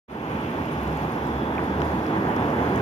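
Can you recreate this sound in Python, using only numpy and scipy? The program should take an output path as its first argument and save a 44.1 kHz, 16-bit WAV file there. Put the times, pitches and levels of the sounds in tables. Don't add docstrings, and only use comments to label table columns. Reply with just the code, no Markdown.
import sys
import numpy as np
from scipy import signal
from scipy.fft import rfft, irfft, next_fast_len
from scipy.io import wavfile
from scipy.ndimage import uniform_filter1d, map_coordinates

SR = 44100
rng = np.random.default_rng(int(sys.argv[2]) if len(sys.argv) > 2 else 0)


def nominal_scale(level):
    x = np.asarray(level, float) / 20
    return 10 ** x


def file_out(sig):
    cols = np.atleast_2d(sig).T
    lim = np.clip(cols, -1, 1)
    pcm = np.round(lim * 32767).astype(np.int16)
    wavfile.write(sys.argv[1], SR, pcm)


N = 123921

# time in seconds, nearness in dB.
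BUS_NEARNESS = [(.35, -29), (.9, -28.5), (1.1, -28.5), (1.4, -27.5), (1.65, -26), (1.85, -26), (2, -27),
                (2.15, -25), (2.45, -24.5), (2.7, -25), (2.81, -24)]
# frequency in Hz, density in dB per Hz.
BUS_TYRE_COLOUR = [(400, -2.5), (600, -6), (860, 0.5), (1000, -2.5), (1230, -7.5), (1600, -9),
                   (2200, -17.5), (3100, -29.5)]
# frequency in Hz, density in dB per Hz.
RUMBLE_COLOUR = [(13, -73), (22, -32), (43, -23.5), (51, -32), (64, -6.5), (190, -2), (316, -1),
                 (700, -18.5), (910, -57), (1540, -120)]
# middle in seconds, length in seconds, pitch in Hz, level in dB.
PANEL_DRONES = [(.75, .8, 151, -39), (.45, .6, 220, -39), (1.2, .5, 228, -40), (1.75, .3, 228, -39),
                (.9, .4, 255, -39), (1.7, .5, 198, -39), (2.17, .35, 202, -32), (2.15, .3, 322, -28),
                (2.33, .25, 304, -28), (2.3, .25, 390, -33), (2.6, .3, 250, -31), (2.7, .2, 278, -31),
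                (1.35, .2, 145, -36), (.7, .2, 240, -35), (1, .25, 290, -37), (2.55, .4, 146, -36),
                (2.78, .2, 120, -33), (1.85, .3, 427, -39), (2.2, .2, 260, -35), (1, .2, 160, -36),
                (1.86, .15, 150, -34), (.72, .12, 150, -35), (2.7, .3, 385, -36), (2.75, .25, 198, -34)]
# time in seconds, level in dB.
WHINE_LEVEL = [(.3, -65), (1.2, -58), (1.3, -53), (1.42, -51.5), (1.52, -53.5), (1.6, -58), (1.72, -53.5),
               (1.88, -57), (1.97, -55), (2.15, -53.5), (2.3, -62), (2.42, -51), (2.5, -62), (2.81, -54)]
# frequency in Hz, density in dB per Hz.
WHINE_COLOUR = [(3150, -25), (3320, -1), (3550, -5.5), (3720, -16)]
# time in seconds, firing rate in Hz, level in dB.
ENGINE_RUN = [(.12, 65.3, -42), (.3, 65.86, -54), (.6, 66.7, -48), (.9, 68.1, -37), (1.1, 69.06, -45),
              (1.35, 71.8, -35), (1.5, 72.64, -44), (1.6, 73.8, -37.5), (1.68, 73.8, -40),
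              (1.8, 75.07, -32), (1.97, 75.5, -39), (2.03, 75, -60), (2.15, 75.4, -52), (2.6, 78.2, -49),
              (2.81, 79.3, -32)]
# multiple of the rate, level in dB.
FIRING_ORDERS = [
    (1, 0),
    (2, -13),
    (3, -12),
]
# time in seconds, level in dB.
CAR_HISS_LEVEL = [
    (.3, -45),
    (.5, -45.5),
    (1, -46.5),
    (1.35, -51),
    (1.8, -51),
    (2.1, -49),
    (2.4, -46.5),
    (2.81, -46.5),
]
# frequency in Hz, density in dB per Hz.
CAR_HISS_COLOUR = [(450, -2), (860, 10.5), (1100, 5), (1700, -7), (2300, 3.5), (2900, -1), (3600, -6.5),
                   (3750, -31)]
# time in seconds, level in dB.
ROLL_LEVEL = [
    (.35, -61),
    (.9, -59),
    (1.1, -60),
    (1.45, -62),
    (1.9, -59),
    (2.2, -61),
    (2.81, -58),
]
# frequency in Hz, density in dB per Hz.
ROLL_LOW_COLOUR = [(2180, -41), (3700, -2.5), (4040, -2.5), (5840, -8.5), (6620, -8), (7200, -22),
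                   (9360, -32), (15800, -120)]
# frequency in Hz, density in dB per Hz.
ROLL_HIGH_COLOUR = [(6800, -2.5), (8800, -6.5), (9300, -4.5), (11400, -9.5), (11700, -0.5), (13000, -3),
                    (15700, -9.5)]
# start in seconds, peak level in dB.
PAWL_TICKS = [(0.1141, -57), (0.2149, -68), (0.3092, -58), (0.4045, -60), (0.5044, -62), (0.608, -62),
              (0.7173, -53), (0.8086, -56), (0.9193, -62), (1.0131, -58), (1.1169, -55), (1.2206, -62),
              (1.3249, -61), (1.4282, -60), (1.5354, -61), (1.6347, -54), (1.7434, -62), (1.8462, -54),
              (1.9544, -66), (2.0662, -61), (2.1715, -60), (2.2822, -62), (2.393, -56), (2.7157, -61)]
# blow in seconds, peak in dB, centre in Hz, width in octaves.
GRIT_SNAPS = [(.6594, -44, 12000, 0.24), (.8325, -37, 12500, 0.36), (.975, -46, 12000, .2),
              (1.51, -51, 13000, .15), (2.05, -62, 13920, .15), (.878, -38, 6800, 0.35),
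              (.9732, -41, 7300, 0.2), (1.0944, -39, 3900, .4), (1.035, -44, 5800, .3),
              (2.76, -39, 6300, .12), (1.121, -45, 6037, .3), (1.271, -41.5, 7550, 0.16),
              (1.5521, -47, 6200, .9), (1.581, -50, 13000, 0.3), (1.9094, -53, 8300, 0.24),
              (0.93, -40, 5300, .3), (1.915, -57, 8500, .3), (1.615, -56, 9400, .1),
              (2.361, -43, 11700, 0.18), (2.3648, -33.5, 5300, 0.38), (2.5025, -41, 5970, 0.23),
              (2.565, -43, 11990, 0.45), (2.7606, -34, 8000, 0.85), (2.7764, -35, 6300, 0.47)]
# blow in seconds, peak in dB, centre in Hz, width in octaves.
STONE_SNAPS = [(1.5812, -26, 2250, .3), (1.5936, -22, 1300, .6), (1.8045, -22, 1250, .4),
               (1.8048, -36, 4700, .2), (1.8085, -18, 750, .6), (1.8187, -15, 1100, .8),
               (1.8191, -26, 3200, .4), (1.8194, -34, 5700, .3), (2.057, -27, 2600, .45),
               (2.066, -36, 5000, .3), (2.3503, -30, 2100, .4), (.388, -19, 900, .6),
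               (1.553, -39, 4500, .5)]
# blow in seconds, peak in dB, centre in Hz, width in octaves.
UNDER_SNAPS = [
    (1.5812, -23, 2350, .3),
    (1.5936, -22, 1400, .5),
    (1.8085, -19, 800, .6),
    (1.8189, -26, 2200, .6),
    (2.057, -32, 2500, .4),
]
# frequency in Hz, lead in radians.
LEFT_LEAD = [(520, 0.25), (860, 1.12), (1380, 2.25), (2070, 2.23), (2600, 4.05), (3800, 7.2), (6200, 14.36)]
# frequency in Hz, likeness from 0 to 1.
PORT_LIKENESS = [(120, .997), (350, 1), (690, 0.7), (1030, 0.75), (1700, 0.62), (2600, 0.6), (4500, 0.38),
                 (9000, 0.3)]
# frequency in Hz, left over right in dB.
PORT_BALANCE = [(100, 0.84), (560, -5), (860, -3), (2400, -2), (5600, 0), (9000, 5), (11300, 22.5),
                (11700, 14.5), (15500, 8)]
# start in seconds, end in seconds.
TOP_GAPS = [
    (1.74, 1.77),
    (1.97, 2.05),
    (2.71, 2.74),
]


def unit(x):
    return x / np.sqrt(np.mean(x ** 2) + 1e-20)


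def along(points, hz):
    f, v = np.transpose(points)
    return np.interp(np.log(hz + 1), np.log(f + 1), v)


def closed(colour):
    return [(colour[0][0] * .7, -90), *colour, (colour[-1][0] * 1.4, -90)]


def curves(rows):
    s, *cols = np.transpose(rows)
    return [np.interp(np.arange(N) / SR, s, c) for c in cols]


def wobble(rate):
    return map_coordinates(rng.standard_normal(int(N * rate / SR) + 4), [np.arange(N) * rate / SR])


def filtered(x, response):
    m = next_fast_len(N + SR // 2)
    return irfft(rfft(x, m) * response(np.fft.rfftfreq(m, 1 / SR)), m)[..., :N]


def direct(x):
    return np.array([x, 0 * x])


def rush(colour, patchy_db):
    z = signal.stft(rng.standard_normal((2, N)), nperseg=512)[2]
    patches = uniform_filter1d(rng.standard_normal(z.shape[1:]), size=6, axis=0)
    patches = unit(uniform_filter1d(patches, size=12, axis=1))
    pair = signal.istft(z * nominal_scale(patchy_db * patches), nperseg=512)[1][:, :N]
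    return unit(filtered(pair, lambda hz: nominal_scale(along(colour, hz))))


def bus_level(grows, offset_db):
    near_db, = curves(BUS_NEARNESS)
    mean_db = near_db.mean()
    return mean_db + grows * (near_db - mean_db) + offset_db


def bus_tyres():
    level_db = bus_level(grows=0.98, offset_db=-3) + 0.73 * wobble(18)
    return nominal_scale(level_db) * rush(closed(BUS_TYRE_COLOUR), patchy_db=0.35)


def bus_rumble():
    return nominal_scale(bus_level(grows=0.76, offset_db=-1.5)) * rush(closed(RUMBLE_COLOUR), patchy_db=.6)


def bus_panels():
    t, drones = np.arange(N) / SR, np.zeros(N)
    for middle, length, hz, db in PANEL_DRONES:
        level = nominal_scale(db + 2 * wobble(13))
        swell = np.exp(-(2 * (t - middle) / length) ** 2)
        phase = 2 * np.pi * np.cumsum(hz + 3 * wobble(15)) / SR
        drones += level * swell * np.sin(phase)
    return direct(drones)


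def bus_inverter():
    level_db, = curves(WHINE_LEVEL)
    return nominal_scale(level_db + .8 * wobble(20)) * rush(closed(WHINE_COLOUR), patchy_db=1)


def car_engine():
    firing_hz, level_db = curves(ENGINE_RUN)
    turn = 2 * np.pi * np.cumsum(firing_hz * (1 + 0.02 * wobble(12.23))) / SR
    hum = np.zeros(N)
    for multiple, db in FIRING_ORDERS:
        hum += nominal_scale(level_db + 3.1 + db + 1.8 * wobble(6)) * np.sin(multiple * turn)
    return direct(hum)


def car_tyres():
    level_db, = curves(CAR_HISS_LEVEL)
    return nominal_scale(level_db + 6.5 + 0.82 * wobble(18)) * rush(closed(CAR_HISS_COLOUR), patchy_db=-0.35)


def bicycle_tyres():
    level_db = curves(ROLL_LEVEL)[0] + 0.6 * wobble(17.45)
    low = nominal_scale(4) * rush(closed(ROLL_LOW_COLOUR), patchy_db=1)
    high = nominal_scale(-3) * rush(closed(ROLL_HIGH_COLOUR), patchy_db=1)
    return nominal_scale(level_db) * (low + high)


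def freewheel():
    pawl, t = np.zeros(N + SR), np.arange(2000) / SR
    t60, rise_s, bounce_s = 0.031, 0.00078, .005
    for s, db in PAWL_TICKS:
        hz = 9620 - 190 * s + 70 * rng.standard_normal()
        ring = nominal_scale(db + 3.5 - 60 * t / t60) * (1 - np.exp(-t / rise_s)) * np.sin(2 * np.pi * hz * t)
        bounce = bounce_s * rng.uniform(0.56, 2), -2.5 + 1.7 * rng.standard_normal()
        for delay, gain_db in [(0, -1.5), bounce]:
            pawl[round((s + delay) * SR):][:len(t)] += nominal_scale(gain_db) * ring
    return np.array([pawl[:N], 0.9 * pawl[:N]])


def snaps(rows, t60):
    size, rise_s = 2048, .003
    out = np.zeros((2, N + size))
    t, hz = np.arange(size) / SR - rise_s, np.fft.rfftfreq(size, 1 / SR)
    for s, db, centre_hz, octaves in rows:
        burst = rng.standard_normal((2, size)) * nominal_scale(-60 * abs(t) / np.where(t > 0, t60, rise_s))
        burst[:, np.argmin(abs(t))] = 14
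        band = np.exp(-(np.log2((hz + 1) / centre_hz) / max(octaves, .1)) ** 2)
        burst = irfft(rfft(burst) * band)
        out[:, round((s - rise_s) * SR):][:, :size] += nominal_scale(db) * burst / abs(burst).max() * [[1], [.4]]
    return out[:, :N]


def ports(sound, extra):
    def spread(hz):
        return np.arccos(np.clip(along(PORT_LIKENESS, hz), -1, 1)) / 2

    def half_difference(hz):
        lead = along([(250, 0), *LEFT_LEAD], hz)
        nepers = along(PORT_BALANCE, hz) * np.log(10) / 20
        return nepers / 2 + .5j * (lead + extra * np.tanh(lead))

    a, b = filtered(sound, lambda hz: np.array([np.cos(spread(hz)), np.sin(spread(hz))]))
    pair = np.array([a + b, a - b])
    return filtered(pair, lambda hz: np.exp([half_difference(hz), -half_difference(hz)]))


def scene():
    bus = bus_tyres() + bus_rumble() + bus_panels() + bus_inverter()
    bicycle = bicycle_tyres() + freewheel() + snaps(GRIT_SNAPS, t60=0.019) + snaps(STONE_SNAPS, t60=0.019)
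    cars = car_engine() + car_tyres()
    below = snaps(UNDER_SNAPS, t60=.012)[0]
    return ports(bus + bicycle, extra=0) + ports(cars, extra=1) + below


def thinned(x):
    band_hz, whim_db, shares = 220, 11, (.03, .17)
    hz, t, z = signal.stft(x, SR, nperseg=1024, noverlap=768)
    which = (hz // band_hz).astype(int)
    member = 1. * (which[:, None] == np.arange(which[-1] + 1))
    power = np.einsum("cft,fb->cbt", abs(z) ** 2, member)
    whim = uniform_filter1d(rng.standard_normal(power.shape), size=9, axis=2)
    power = uniform_filter1d(power, size=4, axis=2) * nominal_scale(2 * whim_db * whim)
    power = power[:, which]
    treble = (hz > 6900) & (hz < 15700)
    floor = np.array([np.quantile(p[treble], share) for p, share in zip(power, shares)])
    lost = (power < floor[:, None, None]) & treble[:, None]
    in_gap = np.any([(t > a) & (t < b) for a, b in TOP_GAPS], axis=0)
    lost |= (hz > 15200)[:, None] & in_gap
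    return signal.istft(z * ~lost, SR, nperseg=1024, noverlap=768)[1][:, :N]


def band_limit(x):
    return signal.sosfilt(signal.butter(12, 15680, fs=SR, output="sos"), x)


def record(dry):
    t = np.arange(N) / SR - 0.079
    step = 0.25 * np.clip(t / 0.028, 0, 1)
    rise = 0.75 * np.clip(t / 0.28, 0, 1) ** 0.86
    return band_limit(thinned(dry) * (step + rise))


dry = scene()
out = record(dry)
file_out(out)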